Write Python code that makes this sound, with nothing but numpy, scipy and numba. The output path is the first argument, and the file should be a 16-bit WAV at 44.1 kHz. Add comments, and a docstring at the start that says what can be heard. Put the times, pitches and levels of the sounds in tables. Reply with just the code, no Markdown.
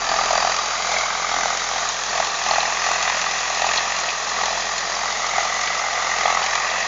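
"""A tractor's diesel engine labours on a dirt slope some way off, heard in the open through a phone.
Each firing sends a bark down the exhaust pipe. The governor, which sets the fuel, keeps overshooting:
about once a second the speed sags and the barks get harder. Between firings the engine block clatters
and air hisses. The rig clanks now and then, and a light breeze touches the microphone.
The hard ground reflects the sound with a shifting delay, so the clatter slowly swishes."""
import sys
import numpy as np
from scipy import signal
from scipy.fft import rfft, irfft
from scipy.io import wavfile
from numba import njit

SR = 44100
rng = np.random.default_rng(int(sys.argv[2]) if len(sys.argv) > 2 else 0)


def waveform_to_disk(signal):
    """Save audio, clipped to [-1, 1], as 16-bit WAV at the path in sys.argv[1]."""
    frames = np.transpose(np.atleast_2d(signal))
    scaled = np.clip(frames, -1, 1) * 32767
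    samples = np.round(scaled).astype(np.int16)
    wavfile.write(sys.argv[1], SR, samples)


N = 302967
T = np.arange(N) / SR
HZ = np.maximum(np.fft.rfftfreq(N, 1 / SR), 1e-3)


def undb(db):
    """Turn decibels into a number to multiply by."""
    return 10 ** (np.asarray(db) / 20)


def unit(x):
    """Scale a sound to a standard strength (rms 1)."""
    return x / np.std(x)


def curves(table):
    """Join a table's rows with straight lines in time, one curve for each later column."""
    seconds, *columns = np.transpose(table)
    return [np.interp(T, seconds, column) for column in columns]


def noise():
    """White noise."""
    return rng.standard_normal(N)


def wander(rate):
    """A random curve, mostly within -1 to 1, that turns rate times a second."""
    return np.interp(T * rate, np.arange(4096), rng.standard_normal(4096))


def colour(x, points):
    """Make each frequency louder or softer, following (Hz, dB) points."""
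    hz, db = np.transpose(points)
    return irfft(rfft(x) * undb(np.interp(np.log(HZ), np.log(hz), db)), N)


def resonate(x, hz, width):
    """Make a sound ring near one pitch; a smaller width rings longer."""
    return irfft(rfft(x) / (1 + 1j * (HZ ** 2 - hz ** 2) / (HZ * width)) ** 2, N)


@njit
def sweep(x, hz, width):
    """Let through only a band around a moving pitch."""
    out = np.empty(len(x))
    band_memory = low_memory = 0.
    for i in range(len(x)):
        tuning, damping = np.tan(np.pi * hz[i] / SR), width / hz[i]
        band = (band_memory + tuning * (x[i] - low_memory)) / (1 + tuning * (tuning + damping))
        band_memory = 2 * band - band_memory
        low_memory += 2 * tuning * band
        out[i] = damping * band
    return out


def strikes(times, sizes):
    """Sharp clicks of the given sizes at the given times."""
    return np.bincount(np.clip(times * SR, 0, N - 1).astype(int), sizes, N)


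def bursts(times, sizes, rise_s, fall_s):
    """A loudness curve that swells and dies away at each of the times."""
    t = T[:SR // 8]
    shape = (1 - np.exp(-t / rise_s)) ** 2 * np.exp(-t / fall_s)
    return signal.fftconvolve(strikes(times, sizes), shape / shape.max())[:N]


# Puffs of wind. Each row: middle in seconds, half length in seconds, level in dB.
WIND_PUFFS = [(.1, 0.1, -44), (.35, 0.12, -47), (1.366, 0.086, -48)]

def breeze(calm_db=-72):
    """Wind rumbles on the microphone and swells in brief puffs."""
    puffs = sum(undb(db) * np.exp(-((T - s) / half) ** 2) for s, half, db in WIND_PUFFS)
    rumble = colour(noise(), [(8, -16), (22, 2.5), (62, -9.5), (100, -21), (270, -0.5), (900, -51)])
    return (undb(calm_db) + puffs) * unit(rumble)


# Clanks of the rig, plus two brief, sharp accents in the clatter near 2 to 2.5 kHz (at 4.087 and 5.673 s).
# Each row: start in seconds, strength in dB, pitch in Hz.
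SHARP_SOUNDS = [(.92, -16, 3760), (1.888, -14, 6740), (2.508, -15, 4370), (2.602, -17.5, 4060),
                (3.66, -18, 4400), (3.773, -10.5, 4100), (4.087, -14, 2500), (4.779, -17, 6900),
                (5.673, -13.5, 2030), (6.426, -14, 2880)]

def clanks_and_accents(ring_db=-6, crack_db=-11):
    """Each clank or accent is a broad crack and a short ring."""
    out = 0
    for start, db, hz in SHARP_SOUNDS:
        ring = undb(ring_db) * unit(resonate(noise(), hz, 500))
        crack = undb(crack_db) * unit(resonate(noise(), 3600, 3300))
        out += (ring + crack) * bursts(np.array([start]), undb([db]), rise_s=.0006, fall_s=.006)
    return out


# The echo's delay as tractor and phone move. Each row: time in seconds, delay in milliseconds.
ECHO_DELAYS = [(0, 1.31), (.65, 1.27), (1.5, 1.34), (2.1, 1.18), (2.95, 1.15), (4.2, 1.2), (4.85, 1.19),
               (5.15, 1.4), (6.3, 1.4), (6.65, 1.18)]

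def ground_echo(x, level_db=-15.5, dull_hz=4500):
    """Hard dirt returns a duller copy a moment later; mixed with the direct sound, it swishes."""
    delay_ms, = curves(ECHO_DELAYS)
    dulled = irfft(rfft(x) / np.hypot(1, HZ / dull_hz), N)
    return undb(level_db) * np.interp(T - delay_ms / 1000, T, dulled)


# The governor's moves. Each row: start in seconds, length in seconds, change of load in dB.
FUEL_MOVES = [(0.088, .45, 10.5), (0.88, 0.16, 10.5), (1.296, 0.23, 8), (1.698, .16, 4.5),
              (1.937, 0.12, -5.5), (2.117, 0.14, 7.5), (2.28, 0.14, -9.5), (2.445, 0.2, 10.5),
              (2.842, 0.12, 8), (3.004, 0.19, 6.5), (3.61, .2, 10), (4.077, 0.21, -6.5), (4.377, 0.24, 8),
              (5.341, 0.091, 10.5), (5.798, 0.14, -5), (6.062, 0.5, 4.5), (6.176, 0.21, 4)]

def load(times, open_s=.068, close_s=.076):
    """How hard the engine works, in dB above usual: each fuel change comes in, holds and lets go."""
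    load_db = 0
    for start, length, db in FUEL_MOVES:
        coming = np.interp(times - start, [-open_s / 2, open_s / 2], [0, 1])
        going = np.interp(times - start - length, [-close_s / 2, close_s / 2], [1, 0])
        load_db += db * coming * going
    return load_db


# Slow changes in loudness. Each row: time in seconds, then a change in dB for
# the block, the fan, and the low, middle and high bands of clatter.
SWELL_LEVELS = [(0, 2, -0.5, -13, -8, -6.5), (.7, 0, 1, -8, -9.5, -7.5), (1.3, -1.5, 0.5, -6.5, -25, -24),
                (2.4, 0.5, 1.4, -11, -5, -28.5), (3.1, -0.4, 1.5, -7, -6, -21), (4.1, 1, 1, -25, -7, -23),
                (4.9, -1.8, -0.2, -22, -13.5, -9), (5.7, 0.6, 0.8, -11, -11, -21.5),
                (6.87, 0.5, -0.5, -17.5, -4, -13)]

def swells():
    """The block, the fan and the three bands of clatter slowly swell and fade by these dB."""
    block, fan, *bands = curves(SWELL_LEVELS)
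    return {"block": block, "fan": fan, "bands": bands}


def knock(firings, lead_s=.002, fall_s=.0062, depth=.95, scatter_db=3.5):
    """Noise that surges each time fuel burns, harder under load."""
    sizes = undb(.35 * load(firings) + scatter_db * rng.standard_normal(len(firings)).clip(-2, 2))
    surges = bursts(firings - lead_s, sizes, rise_s=.00038, fall_s=fall_s)
    return unit(noise() * (1 + depth * surges))


# The tone of the fan and air. Each row: frequency in Hz, boost or cut in dB.
AIR_TONE = [(1000, -24.5), (2400, -3), (3000, -4.5), (3500, -1), (4800, -1.5), (5350, -1), (6100, 1),
            (6450, 2.5), (6900, -0.5), (7300, 1.5)]

def hiss(firings, air_db=6.5, tick_db=-10, whistle_db=-16):
    """Fan air pulses, metal ticks around each firing, and a thin whistle sits on top."""
    air = unit(colour(knock(firings, lead_s=.0026, fall_s=.0027, depth=.32, scatter_db=8), AIR_TONE))
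    ticks = 0
    for hz in np.linspace(3300, 6900, num=9):
        timing, strength = rng.standard_normal((len(firings), 2)).clip(-2, 2).T
        taps = bursts(firings + .0024 + .0037 * timing, undb(6.8 * strength), rise_s=.00059, fall_s=.0028)
        ticks += resonate(noise() * taps, hz, 250) * undb(2 * wander(1.9))
    whistle = unit(resonate(noise(), 6100, 99)) * undb(2 * wander(2))
    mix = undb(air_db) * air + undb(tick_db) * unit(ticks) + undb(whistle_db) * whistle
    return undb(swells()["fan"]) * mix


# The tone of the engine's casing. Each row: frequency in Hz, boost or cut in dB.
CASING_TONE = [(110, -46), (180, -7), (270, -14.5), (410, -4), (520, -0.5), (900, -3), (1600, -4),
               (3000, -9.5), (7000, -18.5)]

def casing_noise(firings, gain_db=-4):
    """The shaken casing gives a broad noise under the clatter."""
    shaking = knock(firings, lead_s=.0022, fall_s=.0022, depth=.88, scatter_db=2.5)
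    return undb(gain_db) * unit(colour(shaking, CASING_TONE))


# The clatter's bright ring. Each row: time in seconds, pitch in Hz, level in dB at the usual load.
RING_PATH = [(0, 1835, -30), (.6, 1920, -33.5), (.95, 2145, -30), (2.0, 1870, -33.5), (3.0, 1934, -29.5),
             (3.8, 1900, -30), (4.8, 1903, -32), (5.45, 1983, -28.5), (6.87, 1905, -27)]

def bright_ring(firings, width_hz=360.0):
    """The knocking rings at a pitch that shifts with the listening angle."""
    hz, db = curves(RING_PATH)
    band = sweep(knock(firings), hz, width_hz)
    ring = sweep(band, hz, width_hz)  # a second pass makes the pitch clearer
    return unit(ring) * undb(db + .1 * load(T))


# Bands of clatter, low to high. Each row: pitch in Hz, width in Hz.
CLATTER_BANDS = [(1500, 490), (2550, 600), (4750, 480)]

def band_clatter(firings):
    """Three bands of clatter, near 1.5, 2.5 and 4.75 kHz, slowly swell and fade."""
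    return sum(undb(db) * unit(resonate(knock(firings), hz, width))
               for (hz, width), db in zip(CLATTER_BANDS, swells()["bands"]))


# Where the engine block rings. Each row: pitch in Hz, width in Hz, strength in dB.
BLOCK_RINGS = [(706, 214, -3.5), (840, 260, -5), (1008, 200, -8), (1185.4, 236, 3.5), (3450, 66, -19.5),
               (3948, 190, -10)]

def block_clatter(firings, gain_db=1.05, flicker_db=1.3):
    """The knocking rings the engine block; each pitch flickers in the moving air."""
    rings = sum(undb(db + flicker_db * wander(7)) * resonate(knock(firings), hz, width)
                for hz, width, db in BLOCK_RINGS)
    return unit(rings) * undb(gain_db + swells()["block"])


# Low exhaust tones. Each row: multiple of the firing rate, strength in dB.
THROB_TONES = [(1, -1.5), (2, -6.5), (3, -6.5), (4, -8), (5, -7.5), (6, -12.5), (10, -2.5)]

def throb(cycles, gain_db=-51):
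    """The slow push of the gas makes low tones that swell with the load."""
    tones = sum(undb(db) * np.cos(2 * np.pi * k * cycles + k * k) for k, db in THROB_TONES)
    return np.sqrt(2) * tones * undb(gain_db + .29 * load(T))


# Where the exhaust pipe rings. Each row: pitch in Hz, width in Hz, strength in dB.
PIPE_RINGS = [(706, 330, 1.5), (845, 315, -1), (1140, 220, -10.5)]
# The tone of the pipe's mouth. Each row: frequency in Hz, cut in dB.
MOUTH_TONE = [(250, -22.5), (480, -10.5), (640, -2)]

def pipe(x):
    """The pipe rings, neighbouring pitches swinging opposite ways; its small mouth lets out little bass."""
    rings = sum((-1) ** k * undb(db) * resonate(x, hz, width)
                for k, (hz, width, db) in enumerate(PIPE_RINGS))
    return colour(rings, MOUTH_TONE)


# Single firings that crack out above the rest. Each row: time in seconds, strength in dB.
HARD_BARKS = [(.115, -10), (.162, -11.5), (.307, -4), (.331, -3.5), (.378, -7.5), (.448, -8), (.472, -7),
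              (.94, -8.5), (1.457, -5), (2.201, -6), (2.511, -4), (2.582, -5), (2.888, -11.5), (3.099, -12),
              (3.643, -7), (3.665, -10.5), (6.256, -6), (6.279, -4.5), (6.302, -8.5)]

def exhaust(firings, usual_db=-25.5, uneven_db=2, hard_trim_db=-3, gas_db=-31):
    """Each firing sends a pressure kick and a puff of rough gas down the pipe; more fuel, harder bark."""
    strength, timing = rng.standard_normal((len(firings), 2)).clip(-1.6, 1.6).T
    peak_db = usual_db + load(firings) + uneven_db * strength
    times = firings + .0004 * timing
    for s, db in HARD_BARKS:
        nearest = np.argmin(abs(firings - s))
        times[nearest], peak_db[nearest] = s, db + hard_trim_db
    times -= .0004  # the valve opens a moment before the pipe rings fully
    sizes = undb(peak_db)
    gas = undb(gas_db) * noise() * bursts(times - .002, sizes, rise_s=.0019, fall_s=.0033)
    one_kick_peak = abs(pipe(signal.unit_impulse(N))).max()
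    return pipe(strikes(times, sizes) + gas) / one_kick_peak


# The engine's speed. Each row: time in seconds, firings per second.
ENGINE_SPEED = [(0.0, 40.99), (0.46, 42.68), (1.15, 42.81), (1.24, 42.15), (1.7, 43.31), (2.27, 42.56),
                (2.4, 41.21), (2.6, 42.43), (2.96, 42.74), (3.47, 41.97), (3.93, 43.84), (4.24, 42.12),
                (4.94, 44.03), (5.21, 42.75), (5.75, 44.23), (6.2, 42.61), (6.47, 43.76), (6.87, 44.44)]

def crankshaft(first_firing_s=.0188):
    """The turning shaft counts up cycles; the engine fires at each whole number."""
    rate, = curves(ENGINE_SPEED)
    cycles = np.cumsum(rate) / SR - first_firing_s * rate[0]
    firings = np.interp(np.arange(int(cycles[-1]) + 1), cycles, T)
    return cycles, firings


def scene():
    """One crankshaft times the clatter, the hiss and the exhaust; one load makes them all swell."""
    cycles, firings = crankshaft()
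    clatter = (block_clatter(firings) + band_clatter(firings)) * undb(-28 + .11 * load(T))
    noise_gain = undb(-28 + .12 * load(T))
    clatter += noise_gain * casing_noise(firings) + bright_ring(firings)
    engine = clatter + noise_gain * hiss(firings) + exhaust(firings)
    return (engine + ground_echo(engine) + throb(cycles) + clanks_and_accents() + breeze())[None]


def record(dry):
    """The phone cuts off the treble above about 7 kHz."""
    return signal.sosfilt(signal.cheby1(12, .2, 7020, fs=SR, output="sos"), dry)


dry = scene()
out = record(dry)
waveform_to_disk(out)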